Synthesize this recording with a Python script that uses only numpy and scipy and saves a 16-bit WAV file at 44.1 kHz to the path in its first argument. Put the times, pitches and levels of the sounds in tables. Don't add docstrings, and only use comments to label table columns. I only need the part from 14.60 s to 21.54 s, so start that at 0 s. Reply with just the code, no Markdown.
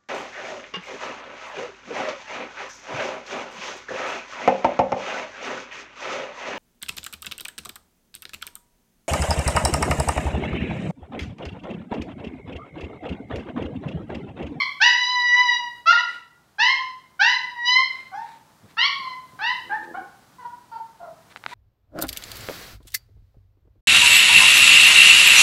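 import sys
import numpy as np
from scipy import signal
from scipy.fft import rfft, irfft, next_fast_len
from scipy.io import wavfile
from scipy.ndimage import uniform_filter1d, minimum_filter1d, map_coordinates

SR = 44100
rng = np.random.default_rng(int(sys.argv[2]) if len(sys.argv) > 2 else 0)


def transcribe(u):
    v = np.clip(np.atleast_2d(u).T, -1, 1)
    q = np.round(v * 32767).astype(np.int16)
    wavfile.write(sys.argv[1], SR, q)


N = 306054
TIME = np.arange(-SR // 4, N) / SR
SIZE = len(TIME)

# start_s, length_s, first_pitch_hz, top_pitch_hz, catch_s, scoop_s, swell_s, level_db,
# fade_db (negative keeps growing), mouth_ring_db, shrillness_db, sheen_db (at 6 kHz),
# added roughness of the catch (0-1), last_muzzle_hz
YELPS = [ (-.1, 0.13, 1119, 1049, .06, 0.18, 0.014, -16, 6.5, 19, 7, -2.5, 0.22, 4500),
         (.201, .153, 763, 981, 0.013, 0.017, 0.011, -9.5, 13.5, 19.5, 13, 5.5, 0.13, 4080),
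         (1.257, 0.067, 642.4, 722, 0.0021, .3, 0.012, -8.5, 0, 20, 19, 5, 0.18, 2750),
         (1.325, .025, 923.5, 959, 0.0071, .05, 0.0019, -15.5, 7, 15.5, 6, -0.5, 0.36, 3690),
         (1.357, 0.054, 943, 999.7, 0.0032, 0.09, 0.02, -14, 7, 20, 8.5, 3, 0.067, 3900),
         (1.983, 0.17, 789, 1068, 0.0034, .058, 0.013, -13, 10.5, 15, 7.5, 2.5, 0.37, 2840),
         (2.592, 0.2, 751.5, 1022, .013, 0.047, 0.0066, -12.5, 13, 17, 7.5, 4, 0.18, 5000),
         (3.515, 0.13, 764.4, 944.3, 0.019, 0.081, 0.023, -27.5, 11, -5, -21, 14, 0.7, 4600),
         (4.168, .097, 874.7, 1166, 0.0097, 0.335, 0.014, -15.5, 1, 18, 13.5, -6, 0.65, 4330),
         (4.789, .14, 767, 1034, .016, 0.081, 0.043, -16, 9.5, 11.5, 5, -5.5, 0.8, 2690),
         (5.094, 0.079, 800, 925, 0.0213, 0.049, 0.022, -18, 14.5, 9.5, -19, 0, 0.425, 3500),
         (5.338, 0.048, 713, 826, 0.013, 0.028, 0.0074, -27, 5, -6, -23, -9, 0.91, 3500)]
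# time_s, pitch_hz, level_db, mouth_ring_db, shrillness_db
HOWL = [(.35, 1004, -22, 32, 12), (.44, 979.6, -21, 11.5, 12), (.51, 998.7, -22, 12, 7),
        (.6, 980.2, -16.5, 15.5, -2), (.69, 973, -16, 18.5, 1.5), (.75, 978, -8, 22.5, -0.5),
        (.81, 995.3, -11, 19.5, 1), (.87, 971.3, -16.5, 11, -2.5), (.955, 957.8, -16.5, 12, 0),
        (1.0, 968, -26, 3.5, -2)]
WAIL = [(2.96, 951.3, -33.5, 9, -15), (3.04, 961, -24.5, 14, -6.5), (3.075, 983, -18, 7.1, 13),
        (3.15, 1012, -12, 24.8, 10.5), (3.205, 1057, -17.5, 12.4, 2), (3.3, 1038, -29, 57, -14.5)]
# course (a table above), sheen_db (at 6 kHz), muzzle_hz
WAILS = [(HOWL, 1.9, 3850), (WAIL, 0.98, 4400)]
# start_s, length_s, pitch_hz (mid-way), glide_hz, peak_db, mouth_ring_db, shrillness_db,
# sheen_db (at 6 kHz), roughness (0-1), muzzle_hz
WHIMPERS = [ (2.134, .18, 1033, -24, -31, -2.5, -13.5, 10.5, .06, 4200),
            (2.749, 0.24, 973.7, -30, -38, 1, -4.5, -9, 0.12, 4050),
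            (4.277, 0.16, 1092, -79, -33.5, 6, -17, -10, 0, 4330),
            (4.422, 0.12, 1031, -20, -29, -0.5, -11.5, 1, 0.13, 4200),
            (5.783, 0.052, 492.6, -28, -38.5, -18.5, -22, -2, 0.33, 1940),
            (5.845, 0.029, 483.6, -6.5, -30, -22.5, -25, -1, 0.29, 1900),
            (6.115, 0.062, 449.5, -21.5, -34, -19.5, -23, 5, 0.21, 4560),
            (6.157, 0.054, 455.3, -20, -32, -25, -33, 7, 0.26, 4600),
            (6.4, 0.088, 670.5, -39.5, -36.5, -21, -31.5, 4.5, 0.72, 4100),
            (6.917, .08, 972, 0, -31, 0, -26, 0, .03, 3950)]
# frequency_hz, level_db
THROAT = [(300, -28), (460, -24), (650, 7), (1100, 3), (1400, 14), (1650, -3.5), (2000, -4.5),
          (2350, -11.5), (2680, -1.5), (3000, -1.5), (3500, -6), (4000, -3.5), (5000, -8.5), (5900, -15),
          (6500, -32), (7050, -34.5), (7600, -42), (8500, -64.5), (15000, -75)]
# time_s, level_db
GROWL_LEVEL = [(5.02, -55), (5.1, -43.5), (5.15, -52), (5.25, -42.5), (5.38, -40), (5.48, -46)]
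# frequency_hz, width_hz, level_db
CHEST = [(242, 26, -4), (332, 100, -0.5), (462, 140, -8.5)]
# frequency_hz, time to fall 60 dB (s)
ROOM_RING = [(200, 0.057), (1000, 0.56), (2000, 0.51), (4000, 0.48), (7000, .42), (14000, .25)]
# middle_s, spread_s, level_db
SCUFFS = [(1.52, 0.069, -50), (3.37, 0.077, -51), (3.689, 0.076, -54), (4.11, .018, -56.5),
          (5.242, 0.0081, -50.5), (6.429, 0.011, -77), (6.716, 0.01, -48.5), (6.772, 0.0038, -46),
          (6.918, 0.024, -41.5)]
# frequency_hz, level_db (per Hz)
RUSTLE = [(120, -33.5), (200, -13.5), (370, -14.5), (2170, -7.5), (3120, -16.5), (3870, -11), (5070, -23.5),
          (7830, -25.5), (15000, -44)]
# time_s, level_db
PADS = [(2.83, -56), (3.58, -56), (4.039, -47.5), (4.393, -55), (4.73, -53), (4.94, -66), (6.52, -55),
        (6.86, -50.5)]
# frequency_hz, level_db (per Hz)
THUD = [(40, -40), (110, 8.5), (180, 5.0), (500, -6.5), (2000, -35), (8000, -80.0)]
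# time_s, strength_db
TAPS = [(6.76, -20.5), (6.838, -23.5), (6.852, -35.5), (6.862, -10.5)]
# frequency_hz, width_hz, level_db
CASE = [(920, 180, -3), (1390, 460, 2.5), (1980, 230, -6), (3660, 210, -11)]
# frequency_hz, level_db (per Hz)
AIR_COLOUR = [(15, -39), (28, -23.5), (60, -8.5), (140, -2), (260, -6), (500, -12), (900, -8),
              (1500, -12.5), (2500, -20), (4000, -19.5), (8000, -23.5), (15600, -29)]
# time_s, level_db
AIR_LEVEL = [(0.0, -60.5), (0.31, -69.5), (1.2, -64.5), (1.27, -70), (5.01, -61.5), (6.42, -64.5),
             (6.94, -61)]

ONSET_DB, RELEASE_S = 16, 0.0048
RING_PER_DB, SHRILL_PER_DB = 0.09, 0.58
SETTLE_S, LEAST_ROUGH = 0.02, 0.054
MUZZLE_START_HZ = 2680
DROOP, DROOP_S = .025, .014
QUAVER, QUAVER_PER_S = .008, 109.3
WAIL_ROUGH = 0.036
ARCH_DB = 5
TOP_HZ = 15780


def puppy():
    yelps = sum(yelp(*row) for row in YELPS)
    wails = sum(wail(*row) for row in WAILS)
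    whimpers = sum(whimper(*row) for row in WHIMPERS)
    return yelps + wails + whimpers


def yelp(start, length, first_hz, top_hz, catch, scoop, swell, level_db, fade_db,
         ring_db, shrill_db, sheen_db, rough, muzzle_hz):
    t = moments(start, length)
    age = t - start
    progress = np.clip(age / length, 0, 1)
    freed = np.maximum(age - catch, 0)
    scooped = np.expm1(-freed / scoop) / np.expm1((catch - length) / scoop)
    pitch = first_hz + (top_hz - first_hz) * scooped
    droop = DROOP * np.exp(np.minimum(age - length, 0) / DROOP_S)
    pitch = pitch * (1 - droop + QUAVER * wobble(QUAVER_PER_S, len(t)))
    push_db = -ONSET_DB * np.exp(-(age / swell) ** 2) - fade_db * progress ** 2
    muzzle = MUZZLE_START_HZ + (muzzle_hz - MUZZLE_START_HZ) * progress ** 2
    roughness = LEAST_ROUGH + rough * np.exp(-freed / SETTLE_S)
    return cry(t, pitch, level_db + push_db, ring_db + RING_PER_DB * push_db,
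               shrill_db + SHRILL_PER_DB * push_db, sheen_db, roughness, muzzle)


def wail(course, sheen_db, muzzle_hz):
    t = moments(course[0][0], course[-1][0] - course[0][0])
    return cry(t, *curves(course, t), sheen_db, WAIL_ROUGH, muzzle_hz, rasp_db=-19.5, muzzle_db=4)


def whimper(start, length, pitch_hz, glide_hz, peak_db, ring_db, shrill_db, sheen_db, rough, muzzle_hz):
    t = moments(start, length)
    off_centre = (t - start) / length - .5
    pitch = pitch_hz + glide_hz * off_centre
    level_db = peak_db - ARCH_DB * (2 * off_centre) ** 2
    return cry(t, pitch, level_db, ring_db, shrill_db, sheen_db, rough, muzzle_hz,
               jitter=0.059, shimmer=.24, doubling=0.67, muzzle_db=12, muzzle_width_hz=73)


def cry(t, pitch, level_db, ring_db, shrill_db, sheen_db, rough, muzzle_hz, jitter=0.046, shimmer=0.13,
        doubling=1.0, rasp_db=-18, muzzle_db=6, muzzle_width_hz=330, attack=0.0024):
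    rough = np.clip(rough, 0, 1)
    waver = .0018 * wobble(35, len(t))
    pitch = pitch * (1 + jitter * rough * wobble(350, len(t)) + waver)
    phase = 2 * np.pi * np.cumsum(pitch) / SR
    voice, power = 0, 0
    for k in [1.5, 2.5, 3.5, *range(1, 13)]:
        hz = k * pitch
        middle = np.clip((hz - 1150) / 130, 0, 1)
        top = np.clip((hz - 2300) / 200, 0, 1)
        gain = amp(along(THROAT, hz) + (middle - top) * ring_db + top * shrill_db)
        muzzle_peak = 1 / (1 + ((hz - muzzle_hz) / muzzle_width_hz) ** 2)
        gain = gain * amp(muzzle_db * (muzzle_peak - top / 3))
        gain = gain * amp(sheen_db * np.clip((hz - 4200) / 1800, 0, 1.5))
        if k % 1:
            gain = gain * doubling * rough ** 3 / (k - .5)
        voice = voice + gain * np.sin(k * phase)
        power = power + gain ** 2 / 2
    flutter = 1 + shimmer * rough * wobble(700, len(t))
    flutter = flutter + amp(rasp_db) * np.sqrt(rough) * wobble(1600, len(t))
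    gate = np.clip((t - t[0]) / attack, 0, 1) * np.clip((t[-1] - t) / RELEASE_S, 0, 1)
    out = np.zeros(SIZE)
    out[np.searchsorted(TIME, t)] = amp(level_db) * gate * flutter * voice / np.sqrt(power)
    return out


def moments(start, length):
    return TIME[(TIME >= start) & (TIME < start + length + RELEASE_S)]


def big_dog(growl_hz=84, growl_db=-2):
    cycles = np.floor(np.cumsum(growl_hz * (1 + 0.059 * wobble(60))) / SR)
    pulses = np.diff(cycles, prepend=0) * amp(3 * wobble(80))
    opening = np.clip((TIME - GROWL_LEVEL[0][0]) / .05, 0, 1)
    closing = np.clip((GROWL_LEVEL[-1][0] - TIME) / 0.036, 0, 1)
    rumble = unit(resonate(resonate(pulses, CHEST), CHEST))
    return opening * closing * amp(curves(GROWL_LEVEL)[0] + growl_db) * rumble


def room(x, direct_db=-3, echo_db=-4, count=22):
    wet = np.zeros(SIZE)
    for centre in np.linspace(0, SIZE, count):
        hz, t, z = signal.stft(rng.standard_normal(SR), SR, nperseg=256)
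        decay = amp(-60 * t / along(ROOM_RING, hz)[:, None]) * (t > .004)
        tail = signal.istft(z * decay, SR, nperseg=256)[1]
        tail /= np.sqrt(np.mean(np.abs(rfft(tail, SR)[800:4000]) ** 2))
        nearness = 1 - np.abs(np.arange(SIZE) - centre) * (count - 1) / SIZE
        share = np.sqrt(np.clip(nearness, 0, 1))
        wet += signal.oaconvolve(x * share, tail)[:SIZE]
    return amp(direct_db) * x + amp(echo_db) * wet


def scuffs(grain_db=3):
    swell = sum(amp(db) * np.exp(-.5 * ((TIME - s) / spread) ** 2) for s, spread, db in SCUFFS)
    steps = sum(amp(db) * np.exp(-.5 * ((TIME - s - .01) / 0.012) ** 2) for s, db in PADS)
    rubbing = unit(noise(RUSTLE) * amp(grain_db * wobble(450)))
    return swell * rubbing + steps * noise(THUD)


def taps(tap_db=0, contact=0.0011):
    blows = np.zeros(SIZE)
    for s, db in TAPS:
        blows[np.searchsorted(TIME, s + contact)] = amp(db)
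    softener = signal.butter(4, 4500, fs=SR, output='sos')
    knocks = signal.sosfilt(softener, resonate(blows, CASE))
    return amp(tap_db) * knocks * blows.max() / np.abs(knocks).max()


def air(air_db=7.0):
    level_db = curves(AIR_LEVEL)[0] + air_db + .4 * wobble(3)
    return amp(level_db) * noise(AIR_COLOUR)


def amp(db):
    return 10 ** (np.asarray(db) / 20)


def unit(x):
    return x / np.sqrt(np.mean(x ** 2) + 1e-20)


def along(points, hz):
    f, v = np.transpose(points)
    return np.interp(np.log(hz + 1), np.log(f + 1), v)


def curves(rows, t=TIME):
    s, *columns = np.transpose(rows)
    return [np.interp(t, s, column) for column in columns]


def wobble(rate, size=SIZE):
    points = rng.standard_normal(int(size * rate / SR) + 4)
    return map_coordinates(points, [np.arange(size) * rate / SR])


def filtered(x, response):
    m = next_fast_len(len(x) + SR // 2)
    return irfft(rfft(x, m) * response(np.fft.rfftfreq(m, 1 / SR)), m)[:len(x)]


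def noise(spectrum):
    return unit(filtered(rng.standard_normal(SIZE), lambda hz: amp(along(spectrum, hz))))


def resonate(x, modes):
    def response(f):
        return sum(amp(db) * 1j * f * w / (c * c - f * f + 1j * f * w) for c, w, db in modes)
    return filtered(x, response)


def scene():
    dogs = room(puppy() + big_dog())
    return (dogs + scuffs() + taps() + air())[None, -N:]


def record(dry, ceiling=.72):
    sound = dry[0] * np.clip(np.arange(N) / 130, 0, 1)
    needed = np.minimum(1, ceiling / (np.abs(sound) + 1e-9))
    gain = uniform_filter1d(minimum_filter1d(needed, size=600), size=400)
    return filtered(sound * gain, lambda hz: hz < TOP_HZ)[None]


dry = scene()
out = record(dry)
transcribe(out)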